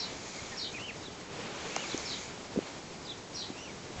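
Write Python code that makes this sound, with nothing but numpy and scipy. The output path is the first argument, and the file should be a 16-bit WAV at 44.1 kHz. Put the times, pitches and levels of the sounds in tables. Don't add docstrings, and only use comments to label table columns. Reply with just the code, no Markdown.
import sys
import numpy as np
from scipy import signal
from scipy.fft import rfft, irfft
from scipy.io import wavfile
from scipy.ndimage import uniform_filter1d

SR = 44100
rng = np.random.default_rng(int(sys.argv[2]) if len(sys.argv) > 2 else 0)


def wav_record(signal):
    frames = np.transpose(np.atleast_2d(signal))
    bounded = np.clip(frames, -1, 1)
    quanta = np.round(bounded * 32767).astype(np.int16)
    wavfile.write(sys.argv[1], SR, quanta)


N = 176400

# (time [s], length [s], start pitch [Hz], top pitch [Hz], end pitch [Hz],
# place of the top [0-1], fall curve [exponent], base level [dB], swell [dB], jitter [share of pitch],
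# octave level on the beak resonance [dB])
CYGNET_PEEPS = [(.372, 0.03, 2120, 2140, 2140, 0.6, 1.8, -43.5, 3.5, 0.0052, -27),
                (.511, 0.039, 1875, 1874, 1730, 0.36, 2, -45.5, -2, .01, -26),
                (.73, 0.06, 2510, 2500, 1740, 0.25, 3.2, -41, 1, .014, -25),
                (0.779, .136, 2500, 3033, 1650, 0.46, 3.6, -37, 5, 0.023, -21),
                (1.689, 0.18, 2350, 2980, 2090, .67, 0.95, -38, 7, 0.014, -27),
                (3.53, .18, 2400, 2986, 2134, .62, 1, -45, 5.5, 0.03, 0)]
# (time into the call [s], pitch [Hz], relative level [dB])
CHIRP_CONTOUR = [(0, 4360, -15.5), (.011, 5480, -2), (.021, 5400, -2.5), (.027, 4320, -2.5),
                 (.038, 4060, -1), (.045, 3600, -11), (.053, 4864, -2), (.061, 4100, 0.5),
                 (.072, 3610, 1.5), (.079, 4520, -9), (.086, 2780, -3), (.096, 3930, -3),
                 (0.105, 2840, -18.5)]
# (time [s], level [dB], pitch [ratio], swell over the call [dB])
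CHIRP_CUES = [(-.028, -40.5, 1.0, -16), (.562, -38, 1.01, -2), (2.046, -40, .995, -4),
              (3.338, -40, 1.03, -3.5)]
# (time into the call [s], pitch [Hz], relative level [dB])
TWITTER_CONTOUR = [(0, 4440, -13), (.009, 5150, -6), (.018, 4650, -8), (.028, 3454, -8.5),
                   (0.037, 4132, -1.5), (0.04, 3770, -31), (.044, 3440, -2.5), (.055, 4030, 1),
                   (.069, 3250, -3.5), (0.073, 3630, -2), (.081, 2830, -6.5)]
# (time [s], level [dB], pitch [ratio], swell over the call [dB])
TWITTER_CUES = [(1.008, -43.5, 1.01, -2), (1.864, -40, 1.01, 1), (3.047, -38, 1.01, 2.5)]
# (time [s], level [dB], pitch [Hz])
BODY_BUMPS = [(0.1257, -36, 377), (1.082, -34, 370), (1.391, -32, 400), (1.7647, -20, 850),
              (1.7668, -26.5, 500), (1.9444, -22.5, 310), (2.5607, -23.5, 395), (2.565, -30, 433),
              (2.5724, -21, 277), (2.577, -18.5, 258), (2.588, -17.5, 386), (2.854, -41, 190),
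              (3.5016, -29.5, 257.6), (3.75, -46, 151), (3.903, -36, 302)]
# (time [s], level [dB], pitch [Hz], crack against ring [dB])
SHARP_TICKS = [(.364, -34, 4700, -12), (.728, -32, 6700, -16), (1.7633, -17.5, 6170, -24),
               (1.764, -23, 5270, -8), (1.7636, -21.5, 2020, -5), (1.9773, -20.5, 6200, -15)]
# (time [s], level [dB])
RUMBLE_FADER = [(0, -74), (3.7, -71), (3.86, -61), (3.93, -56), (4, -48)]
# (frequency [Hz], relative level [dB])
RUMBLE_COLOUR = [(25, -6), (110, 1.5), (200, -6.5), (600, -30), (3000, -53)]
# (time [s], level [dB])
RUSTLE_FADER = [(0, -46.5), (.14, -49), (.22, -84), (.52, -48), (.7, -62), (1.28, -52), (1.42, -43.5),
                (1.6, -43.5), (1.82, -42), (2.02, -50), (2.4, -56), (2.56, -54), (2.67, -45), (2.82, -61),
                (3.8, -61), (4, -47)]
# (frequency [Hz], relative level [dB])
RUSTLE_COLOUR = [(60, -32), (130, -12.5), (200, -7), (400, 0.5), (800, -4), (1600, -7), (3200, -8.5),
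                 (5000, -16), (8000, -30.5)]
# (time [s], level [dB])
WHIRR_FADER = [(0, -50.5), (.2, -49.5), (.35, -46), (.6, -50.5), (1.0, -57), (1.3, -60.5), (1.68, -47.5),
               (1.76, -44.5), (1.95, -43.5), (2.25, -45.5), (2.34, -58), (2.58, -59), (2.65, -53),
               (2.9, -60), (4, -62.5)]
# (frequency [Hz], relative level [dB])
WHIRR_COLOUR = [(200, -32), (500, -11.5), (1100, -5), (1900, -4.5), (2230, 3.5), (2430, 2), (2700, -10),
                (3300, -3), (3900, -4.5), (4300, -0.5), (4700, -3), (5300, -4.5), (6200, -1), (6850, 0.5),
                (7250, -2), (7650, -11), (8000, -20)]
# (frequency [Hz], relative level [dB])
HISS_COLOUR = [(25, -12), (38, -15.5), (60, -5.5), (80, -4.5), (125, -2.5), (178, 0), (240, -3),
               (410, -2.5), (620, -7), (850, -7.5), (1150, -11), (1650, -14), (2250, -14), (2900, -16),
               (4500, -16), (7000, -17.5), (8000, -23)]

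PEEP_ATTACK_S, PEEP_RELEASE_S, PEEP_SHIMMER_DB = 0.013, 0.0037, 2
PEEP_BUZZ_HZ, PEEP_BUZZ_DEPTH = 229.5, 0.38
BEAK_HZ, BEAK_WIDTH_HZ = 5830, 170
FOLIAGE_T60_S, FOLIAGE_BUILD_S, FOLIAGE_ECHOES_PER_S = 0.25, 0.0077, 2500
CUTOFF_HZ = 8000


def cygnet_peeps():
    out = np.zeros(N)
    for (onset, length, start_hz, top_hz, end_hz, top_at, fall_power,
         db, swell_db, jitter, octave_db) in CYGNET_PEEPS:
        t = np.arange(int(length * SR)) / SR
        progress = t / length
        rise = np.maximum(1 - progress / top_at, 0)
        fall = np.maximum((progress - top_at) / (1 - top_at), 0)
        pitch = top_hz + (start_hz - top_hz) * rise ** 1.2 + (end_hz - top_hz) * fall ** fall_power
        phase = whistle_phase(pitch, jitter, rasp_hz=595)
        fades = np.minimum(t / PEEP_ATTACK_S, 1) * np.minimum((length - t) / PEEP_RELEASE_S, 1)
        gain = from_db(db + swell_db * (progress - 1.5) + PEEP_SHIMMER_DB * drift(250, len(t)))
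        buzz = 1 + PEEP_BUZZ_DEPTH * np.sin(2 * np.pi * PEEP_BUZZ_HZ * t)
        octave = from_db(octave_db) / np.hypot(1, (2 * pitch - BEAK_HZ) / BEAK_WIDTH_HZ)
        add(out, onset, fades * gain * buzz * (np.sin(phase) + octave * np.sin(2 * phase)))
    return foliage(out, echo_db=-10.5)


def warbled_calls(cues, contour, echo_db, jitter):
    out = np.zeros(N)
    times, hz, db = np.transpose(contour)
    t = np.arange(int(times[-1] * SR)) / SR
    pitch = uniform_filter1d(np.interp(t, times, hz), size=200)
    envelope = from_db(np.interp(t, times, db)) * signal.windows.tukey(len(t), .08)
    for onset, level_db, ratio, swell_db in cues:
        gain = from_db(level_db + swell_db * (t / t[-1] - .5))
        call = envelope * gain * np.sin(whistle_phase(pitch * ratio, jitter, rasp_hz=602))
        add(out, onset, foliage(np.pad(call, (0, SR // 2)), echo_db))
    return out


def whistle_phase(hz, jitter, rasp_hz):
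    return 2 * np.pi * np.cumsum(hz * (1 + jitter * drift(rasp_hz, len(hz)))) / SR


def foliage(direct, echo_db):
    t = np.arange(SR // 2) / SR
    scatter = rng.standard_normal(len(t)) * (rng.random(len(t)) < FOLIAGE_ECHOES_PER_S / SR)
    tail = scatter * (1 - np.exp(-t / FOLIAGE_BUILD_S)) * from_db(-60 * t / FOLIAGE_T60_S)
    tail /= np.sqrt(np.sum(tail ** 2) + 1e-20)
    return direct + from_db(echo_db) * signal.fftconvolve(direct, tail)[:len(direct)]


def bumps(attack_cycles=0.59):
    out, t = np.zeros(N), np.arange(SR // 20) / SR
    for onset, db, hz in BODY_BUMPS:
        age = t * hz / attack_cycles
        envelope = (age * np.exp(1 - age)) ** 2
        add(out, onset, from_db(db) * envelope * np.sin(2 * np.pi * hz * t))
    return out


def ticks(decay_s=0.00056):
    out, t = np.zeros(N), np.arange(SR // 50) / SR
    for onset, db, hz, crack_db in SHARP_TICKS:
        crack = from_db(crack_db) * rng.standard_normal(len(t))
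        ring = np.sin(2 * np.pi * hz * t)
        add(out, onset, from_db(db) * np.exp(-t / decay_s) * (ring + crack))
    return out


def handling_rumble():
    return coloured_noise(RUMBLE_COLOUR) * fader(RUMBLE_FADER)


def leaf_rustle(grain_db=1, grain_hz=67):
    return coloured_noise(RUSTLE_COLOUR) * fader(RUSTLE_FADER) * from_db(grain_db * drift(grain_hz, N))


def whirr():
    return coloured_noise(WHIRR_COLOUR) * fader(WHIRR_FADER)


def outdoor_hiss(level_db=-45, flutter_db=1.4, flutter_hz=24.84):
    return coloured_noise(HISS_COLOUR) * from_db(level_db + flutter_db * drift(flutter_hz, N))


def coloured_noise(colour):
    hz, db = np.transpose(colour)
    bins_hz = np.maximum(np.fft.rfftfreq(N, 1 / SR), 1)
    eq = from_db(np.interp(np.log(bins_hz), np.log(hz), db)) * (bins_hz < CUTOFF_HZ + 1000)
    noise = irfft(rfft(rng.standard_normal(N)) * eq, N)
    return noise / np.sqrt(np.mean(noise ** 2) + 1e-20)


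def fader(rows):
    return from_db(np.interp(np.arange(N) / SR, *np.transpose(rows)))


def drift(rate_hz, size):
    knots = rng.standard_normal(8192)
    return np.interp(np.arange(size) / SR * rate_hz, np.arange(len(knots)), knots)


def from_db(db):
    return 10 ** (np.asarray(db) / 20)


def add(out, onset_s, sound):
    start = int(onset_s * SR)
    part = sound[max(-start, 0):N - start]
    out[max(start, 0):max(start, 0) + len(part)] += part


def scene():
    birds = cygnet_peeps()
    birds += warbled_calls(CHIRP_CUES, CHIRP_CONTOUR, echo_db=4.5, jitter=0.022)
    birds += warbled_calls(TWITTER_CUES, TWITTER_CONTOUR, echo_db=-10.5, jitter=0.014)
    handling = bumps() + ticks() + handling_rumble()
    bed = outdoor_hiss() + leaf_rustle() + whirr()
    return np.tile(birds + handling + bed, (2, 1))


def record(dry):
    return signal.sosfilt(signal.ellip(12, .2, 80, CUTOFF_HZ, fs=SR, output="sos"), dry)


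dry = scene()
out = record(dry)
wav_record(out)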